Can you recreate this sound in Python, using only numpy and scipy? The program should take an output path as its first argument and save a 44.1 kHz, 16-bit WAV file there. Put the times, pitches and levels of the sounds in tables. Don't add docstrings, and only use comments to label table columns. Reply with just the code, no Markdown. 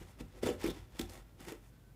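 import sys
import numpy as np
from scipy import signal
from scipy.fft import rfft, irfft
from scipy.io import wavfile
from scipy.ndimage import uniform_filter1d

SR = 44100
rng = np.random.default_rng(int(sys.argv[2]) if len(sys.argv) > 2 else 0)


def magnitude_from_level(level_db):
    exponent = np.asarray(level_db, float) / 20
    return 10 ** exponent


def store_pcm(level_fs):
    pcm = np.round(np.clip(level_fs, -1, 1) * 32767).astype(np.int16)
    wavfile.write(sys.argv[1], SR, np.atleast_2d(pcm).T)


N = 85995


def unit(x):
    return x / np.sqrt(np.mean(x ** 2))


def colour(x, points):
    points = np.array(points, float)
    hz = np.linspace(1, SR / 2, 2049)
    level_db = np.interp(np.log(hz), np.log(points[:, 0]), points[:, 1])
    cepstrum = irfft(level_db * np.log(10) / 20)
    cepstrum[1:2048] *= 2
    cepstrum[2049:] = 0
    response = irfft(np.exp(rfft(cepstrum)))[:2048]
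    return signal.fftconvolve(x, response)[:N]


def ring(x, modes):
    out = 0
    for k, (hz, db, t60) in enumerate(modes):
        pole = np.exp(2j * np.pi * hz / SR - np.log(1000) / (t60 * SR))
        out = out + (-1) ** k * magnitude_from_level(db) * signal.lfilter([1], [1, -pole], x).imag
    return out


def band(x, hz, width):
    return signal.lfilter(*signal.iirpeak(min(hz, .45 * SR), hz / width, SR), x)


def clicks(rate, spread_db):
    u, e = rng.random((2, N))
    chance = rate / SR
    sign = np.sign(u - .5 * chance)
    return (u < chance) * sign * magnitude_from_level(-spread_db * np.log(1 - e))


# f/Hz, relative level/dB
ROOM_TONE = [(20, -25), (40, -5.5), (140, -3.5), (333, -11.5), (582, -18.5), (800, -24.5), (1800, -27.5),
             (6000, -36), (15600, -34)]
# f/Hz, level/dB, width/Hz
HUM_BANDS = [(118.4, -64.5, 12)]
# t/s, length/s, f/Hz, level/dB
WHISTLES = [(1.2, 0.15, 1383, -79), (1.72, 0.065, 1525, -76.5), (1.832, 0.083, 1520, -75)]
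ROOM_DB = -63.5


def room():
    t = np.arange(N) / SR
    out = magnitude_from_level(ROOM_DB) * unit(colour(rng.standard_normal(N), ROOM_TONE))
    for hz, db, width in HUM_BANDS:
        out = out + magnitude_from_level(db) * unit(band(rng.standard_normal(N), hz, width))
    for s, length, hz, db in WHISTLES:
        fade = np.clip(np.minimum(t - s, s + length - t) / 0.0072, 0, 1)
        out = out + magnitude_from_level(db) * fade * np.sin(2 * np.pi * hz * t)
    return out


# t/s, low mode level/dB, upper mode level/dB
TABLE_LEVELS = [(0.0, -53, -58), (0.092, -64, -59), (0.178, -58, -77), (0.216, -50, -83),
                (0.248, -49.5, -68), (0.286, -75, -53), (0.33, -57.5, -78), (0.456, -53, -48),
                (0.536, -52, -57), (0.574, -67, -52.5), (0.684, -42, -60.5), (0.748, -60, -56.5),
                (0.83, -50, -56), (0.884, -76, -67), (0.938, -52, -73), (0.972, -65, -73), (1.02, -44, -52),
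                (1.064, -53, -53.5), (1.124, -60, -56), (1.204, -53, -83), (1.356, -66, -63.5),
                (1.476, -57, -74), (1.52, -67, -84), (1.558, -56.5, -78), (1.618, -62, -76),
                (1.672, -58.5, -74), (1.748, -65, -87), (1.786, -68.5, -72), (1.884, -62.5, -75),
                (1.95, -65, -65)]
TABLE_HZ = (51.44, 89.4)
TABLE_WAVER_HZ = 3.6


def table():
    rows, t, out = np.array(TABLE_LEVELS), np.arange(N) / SR, 0
    for k, hz in enumerate(TABLE_HZ):
        waver = unit(uniform_filter1d(uniform_filter1d(rng.standard_normal(N), 3000), 3000))
        phase = 2 * np.pi * np.cumsum(hz + TABLE_WAVER_HZ * waver) / SR
        level = magnitude_from_level(np.interp(t, rows[:, 0], rows[:, k + 1]))
        out = out + level * np.sqrt(2) * np.sin(phase)
    return out


ECHO_DB, ECHO_HZ = -12, 1410
ECHO_BUILD_S, ECHO_T60_S, BRIGHT_T60_S = .018, 0.28, 0.26


def wall_echo(near):
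    t = np.arange(SR // 2) / SR
    bright = rng.standard_normal(len(t))
    dull = signal.lfilter(*signal.butter(1, ECHO_HZ, fs=SR), bright)
    fading = dull * magnitude_from_level(-60 * t / ECHO_T60_S) + .5 * bright * magnitude_from_level(-60 * t / BRIGHT_T60_S)
    tail = np.clip(t / ECHO_BUILD_S, 0, 1) * fading
    return magnitude_from_level(ECHO_DB) * signal.fftconvolve(near, tail / np.sqrt(np.sum(tail ** 2)))[:N]


# t/s, scratch level/dB, box rumble level/dB (relative to scratch, before RUMBLE_DB),
# top treble level/dB (relative to scratch)
STROKE_LEVELS = [
    [(0.0, -62.5, 7, 1), (0.02, -58, 17, -6.5), (0.038, -65, -10, -3.5), (0.112, -65, 12, -1),
     (0.13, -70, -11, -3), (0.142, -70.5, 4, -4), (0.17, -77, -1, -14)],
    [(0.17, -75, 28, -7), (0.188, -66, 18, -3), (0.208, -51, 15.5, -5), (0.22, -70.5, 24.5, -2),
     (0.294, -73.5, -12, -3), (0.32, -70.5, -15, -15), (0.334, -70.5, 23, -13), (0.38, -60, 17, -3),
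     (0.41, -72, -16, -5)],
    [(0.41, -78, 7, -10), (0.432, -43.5, 25, -3.5), (0.458, -46, 11.5, -7), (0.464, -40, 20, -3.5),
     (0.508, -50.5, 14.5, -8), (0.532, -59.5, 1, 0), (0.568, -64.5, 24, -3), (0.58, -72, -3, 4)],
    [(0.58, -62.5, -4, -6), (0.624, -49.5, 8.5, -9), (0.648, -46.5, 7, -6), (0.68, -50.5, 11, -28),
     (0.688, -57.5, 0, 8.5), (0.704, -52, 22.5, -23), (0.726, -60, -13, -7), (0.786, -59.5, -9, -5),
     (0.88, -76, -7, -6)],
    [(0.88, -72, -4, -11), (0.89, -75, 20, -10), (0.912, -70, -4, -9), (0.952, -63.5, 23, -5),
     (0.968, -60, -10, -5), (0.982, -62, -8, -3), (0.994, -46, 11.5, -2), (1.062, -68, 8, 1),
     (1.075, -69, -6, -5)],
    [(1.075, -57.5, -5, -10), (1.087, -64, 7, -10), (1.097, -61, 22, 3), (1.127, -58.5, -4, -1.5),
     (1.131, -58.5, 15, 1.5), (1.193, -62, 16.5, -1.5), (1.253, -81, -16, -11), (1.297, -71.5, 2, -7),
     (1.36, -86, 21, 6)],
    [(1.36, -84, 26, -8), (1.402, -58.5, 7, -5), (1.464, -60, 15.5, 0), (1.49, -48, 3, -4),
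     (1.598, -78.5, 9, -1), (1.664, -66.5, -18, -2), (1.702, -93, 33, 17), (1.732, -75, -7, -26),
     (1.95, -90, 8, 0)],
]


def stroke(col):
    rows = np.vstack(STROKE_LEVELS)
    return np.interp(np.arange(N) / SR, rows[:, 0], rows[:, col])


# t/s, push level/dB, f/Hz, length/cycles
BOX_JOLTS = [(.0095, -44.5, 257, 2.9), (0.0152, -42, 262, 1.9), (0.206, -33.5, 267, 2.04),
             (0.218, -45, 220, 2.3), (0.4308, -23.5, 452.6, 3.9), (0.437, -36, 260, 2.9),
             (0.454, -34.5, 300, 2.26), (0.459, -32, 396, 7.9), (0.472, -30, 474, 4.05),
             (.477, -38, 440, 1.5), (0.489, -22, 448, 2.9), (.499, -26.5, 424, 2.8), (.505, -31, 300, 3),
             (0.511, -32, 403, 3.2), (0.641, -23.5, 342, 2.69), (0.651, -27, 368, 5.3),
             (0.659, -30.5, 350, 2.3), (0.67, -32, 358, 2), (0.678, -34, 398, 3.6),
             (0.686, -27.5, 332, 1.48), (0.696, -49, 410, 4.3), (0.706, -41, 332, 3),
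             (.766, -45.5, 323, 4.2), (0.9949, -27, 300, 2.5), (1.007, -41, 300, 2.1),
             (1.015, -41.5, 277, 3.66), (1.404, -45.5, 255, 3.3), (1.475, -40, 350, 2.64),
             (1.481, -37, 396, 2.5), (1.518, -36, 350, 3), (1.526, -41, 482, 3.4)]
# f/Hz, relative level/dB, time to fall 60 dB/s
BOX_MODES = [(171, -19.5, 0.1), (200.5, -9.5, 0.027), (249.6, 8.5, 0.025), (300, -26.5, 0.02),
             (350, 9, 0.041), (413, 3.5, 0.044), (498.8, 3, 0.061), (583, -25.5, 0.048), (636, -32, 0.02),
             (713, -1, 0.033), (777.5, -6, 0.079)]
BOX_RING_DB = -11
RUMBLE_PER_S, RUMBLE_DB = 1700, -14


def box():
    flex = np.zeros(N + 2000)
    for s, db, hz, cycles in BOX_JOLTS:
        n = np.arange(int(cycles * SR / hz))
        i = int(s * SR)
        flex[i:i + len(n)] += magnitude_from_level(db) * np.hanning(len(n)) * np.sin(2 * np.pi * hz * n / SR)
    flex = flex[:N]
    flex_ring = magnitude_from_level(BOX_RING_DB) * unit(ring(flex, BOX_MODES)) * np.std(flex)
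    pushes = clicks(RUMBLE_PER_S, 1.1)
    rumble_level = magnitude_from_level(stroke(col=1) + stroke(col=2) + RUMBLE_DB)
    rumble = pushes * rumble_level / np.std(ring(pushes, BOX_MODES))
    return flex + flex_ring + ring(rumble, BOX_MODES)


# t/s, length/s, f/Hz, level/dB (before the swell)
BLADE_SQUEAKS = [(0.431, 0.019, 2000, -51.5), (0.46, .011, 3650, -46.5), (.462, 0.041, 7270, -53),
                 (0.486, .007, 2920, -48), (0.637, 0.015, 5300, -54.5), (0.68, .042, 3550, -52),
                 (0.699, 0.016, 5320, -55), (0.99, 0.01, 7800, -50), (1.178, .015, 1900, -64.5)]
SQUEAK_WIDTH = 0.074


def squeaks():
    out = np.zeros(N)
    for (s, length, hz, db), noise in zip(BLADE_SQUEAKS, rng.standard_normal((len(BLADE_SQUEAKS), 4096))):
        i, n = int(s * SR), int(length * SR)
        width = SQUEAK_WIDTH * hz
        tone = unit(band(band(noise, hz, width), hz, width))
        out[i:i + n] += magnitude_from_level(db) * tone[-n:] * np.hanning(n) ** .5
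    return out


# t/s, level/dB (before SNAG_DB and the fade), centre f/Hz,
# filter width (share of centre), hiss level/dB (relative to the pitched part)
FIBRE_SNAGS = [(0.2042, -47, 2570, 0.22, -4), (0.4404, -35, 1940, 0.23, -16), (0.4615, -40, 3420, 0.19, -4),
               (0.4802, -29, 1650, 0.68, -14), (0.4891, -31.5, 1640, 0.39, -0.5),
               (0.4994, -33, 2700, 0.25, -1), (0.597, -43.5, 4630, 0.21, -1), (0.612, -40.5, 2160, 0.25, 3),
               (0.639, -24, 2270, 0.1, -7.5), (0.6474, -41, 1830, 0.51, 7), (0.6594, -26.5, 1820, 0.63, -8),
               (0.6631, -28, 2210, 0.15, 1), (0.6755, -29.5, 2250, 0.44, -1.5),
               (0.6807, -33.5, 3640, 0.16, 0), (0.6984, -35, 3320, 0.21, 1), (0.7034, -38, 3500, 0.23, 5.5),
               (0.7122, -46, 3620, 0.29, 8), (0.9683, -47, 3460, 0.21, -1),
               (0.9933, -25.5, 3780, 0.29, 0.5), (1.0122, -25.5, 3800, 0.48, -1.5),
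               (1.0948, -38.5, 4560, 0.28, 1.5), (1.1337, -39.5, 3270, 0.19, 3),
               (1.1538, -42, 2000, 0.3, -4), (1.4046, -44.5, 1740, 0.4, 6), (1.4497, -37, 1900, 0.48, -6),
               (1.4831, -26.5, 1610, 0.15, -7.5), (1.5214, -37, 2080, 0.75, 1.5)]
SNAG_T60_S, SNAG_DB = 0.017, -7.5


def snags():
    out, n = np.zeros(N + 4096), np.arange(4096)
    envelope = (1 - np.exp(-n / 60.)) * magnitude_from_level(-60 * n / SR / SNAG_T60_S)
    noises = rng.standard_normal((len(FIBRE_SNAGS), 2, 4096))
    for (s, db, hz, width, hiss_db), noise in zip(FIBRE_SNAGS, noises):
        i, width_hz = int(s * SR), np.clip(width, .04, 2) * hz
        pitched = unit(band(band(noise[0], hz, width_hz), hz, width_hz))
        hiss = unit(band(noise[1], 5400.0, 15500.0))
        out[i:i + 4096] += magnitude_from_level(db + SNAG_DB) * (pitched + magnitude_from_level(hiss_db) * hiss) * envelope
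    return out[:N]


# f/Hz, relative level/dB
PAPER_TONE = [(350, -13.5), (600, -7), (832, -2), (993, -3.5), (1520, -8), (2070, -6), (6170, -15),
              (7470, -16.5), (15600, -29)]
# f/Hz, relative level/dB, time to fall 60 dB/s
BLADE_MODES = [(1136, -2, 0.028), (1263, 11.5, 0.1), (2000, 12, 0.011), (2590, -49.5, 0.09),
               (3550, 13.5, 0.038), (4440, -78, 0.034), (5300, 20, 0.0033), (6930, -63, 0.024),
               (10230, -2, 0.0035)]
BLADE_DB = -12
CLICKS_PER_S, CLICK_SPREAD_DB = 16000, 2
CHATTER_DB, CHATTER_HZ = 2, 220
PLAIN_TOP_DB = -9


def scratch():
    k = int(SR / CHATTER_HZ)
    steps = np.repeat(rng.standard_normal(N // k + 1), k)
    chatter = uniform_filter1d(steps, k // 2)[:N]
    fibres = clicks(CLICKS_PER_S, CLICK_SPREAD_DB) * magnitude_from_level(CHATTER_DB * chatter)
    paper = unit(colour(fibres, PAPER_TONE))
    blade = unit(ring(fibres, BLADE_MODES))
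    body = unit(paper + magnitude_from_level(BLADE_DB) * blade)
    top = signal.sosfilt(signal.butter(2, 7000, "high", fs=SR, output="sos"), body)
    top_change = magnitude_from_level(stroke(col=3) - PLAIN_TOP_DB) - 1
    return magnitude_from_level(stroke(col=1)) * (body + top * top_change)


def scene():
    near = scratch() + snags() + squeaks() + box()
    return (near + wall_echo(near) + table() + room())[None]


def top_cut(x):
    return signal.sosfilt(signal.butter(12, 15740, fs=SR, output="sos"), x)


MIC_LOW_HZ, TOP_HZ = 32, 15450


def record(dry):
    x = signal.sosfilt(signal.butter(3, MIC_LOW_HZ, "high", fs=SR, output="sos"), dry)
    x = signal.sosfilt(signal.ellip(8, .2, 60, TOP_HZ, fs=SR, output="sos"), x)
    return top_cut(x)


dry = scene()
out = record(dry)
store_pcm(out)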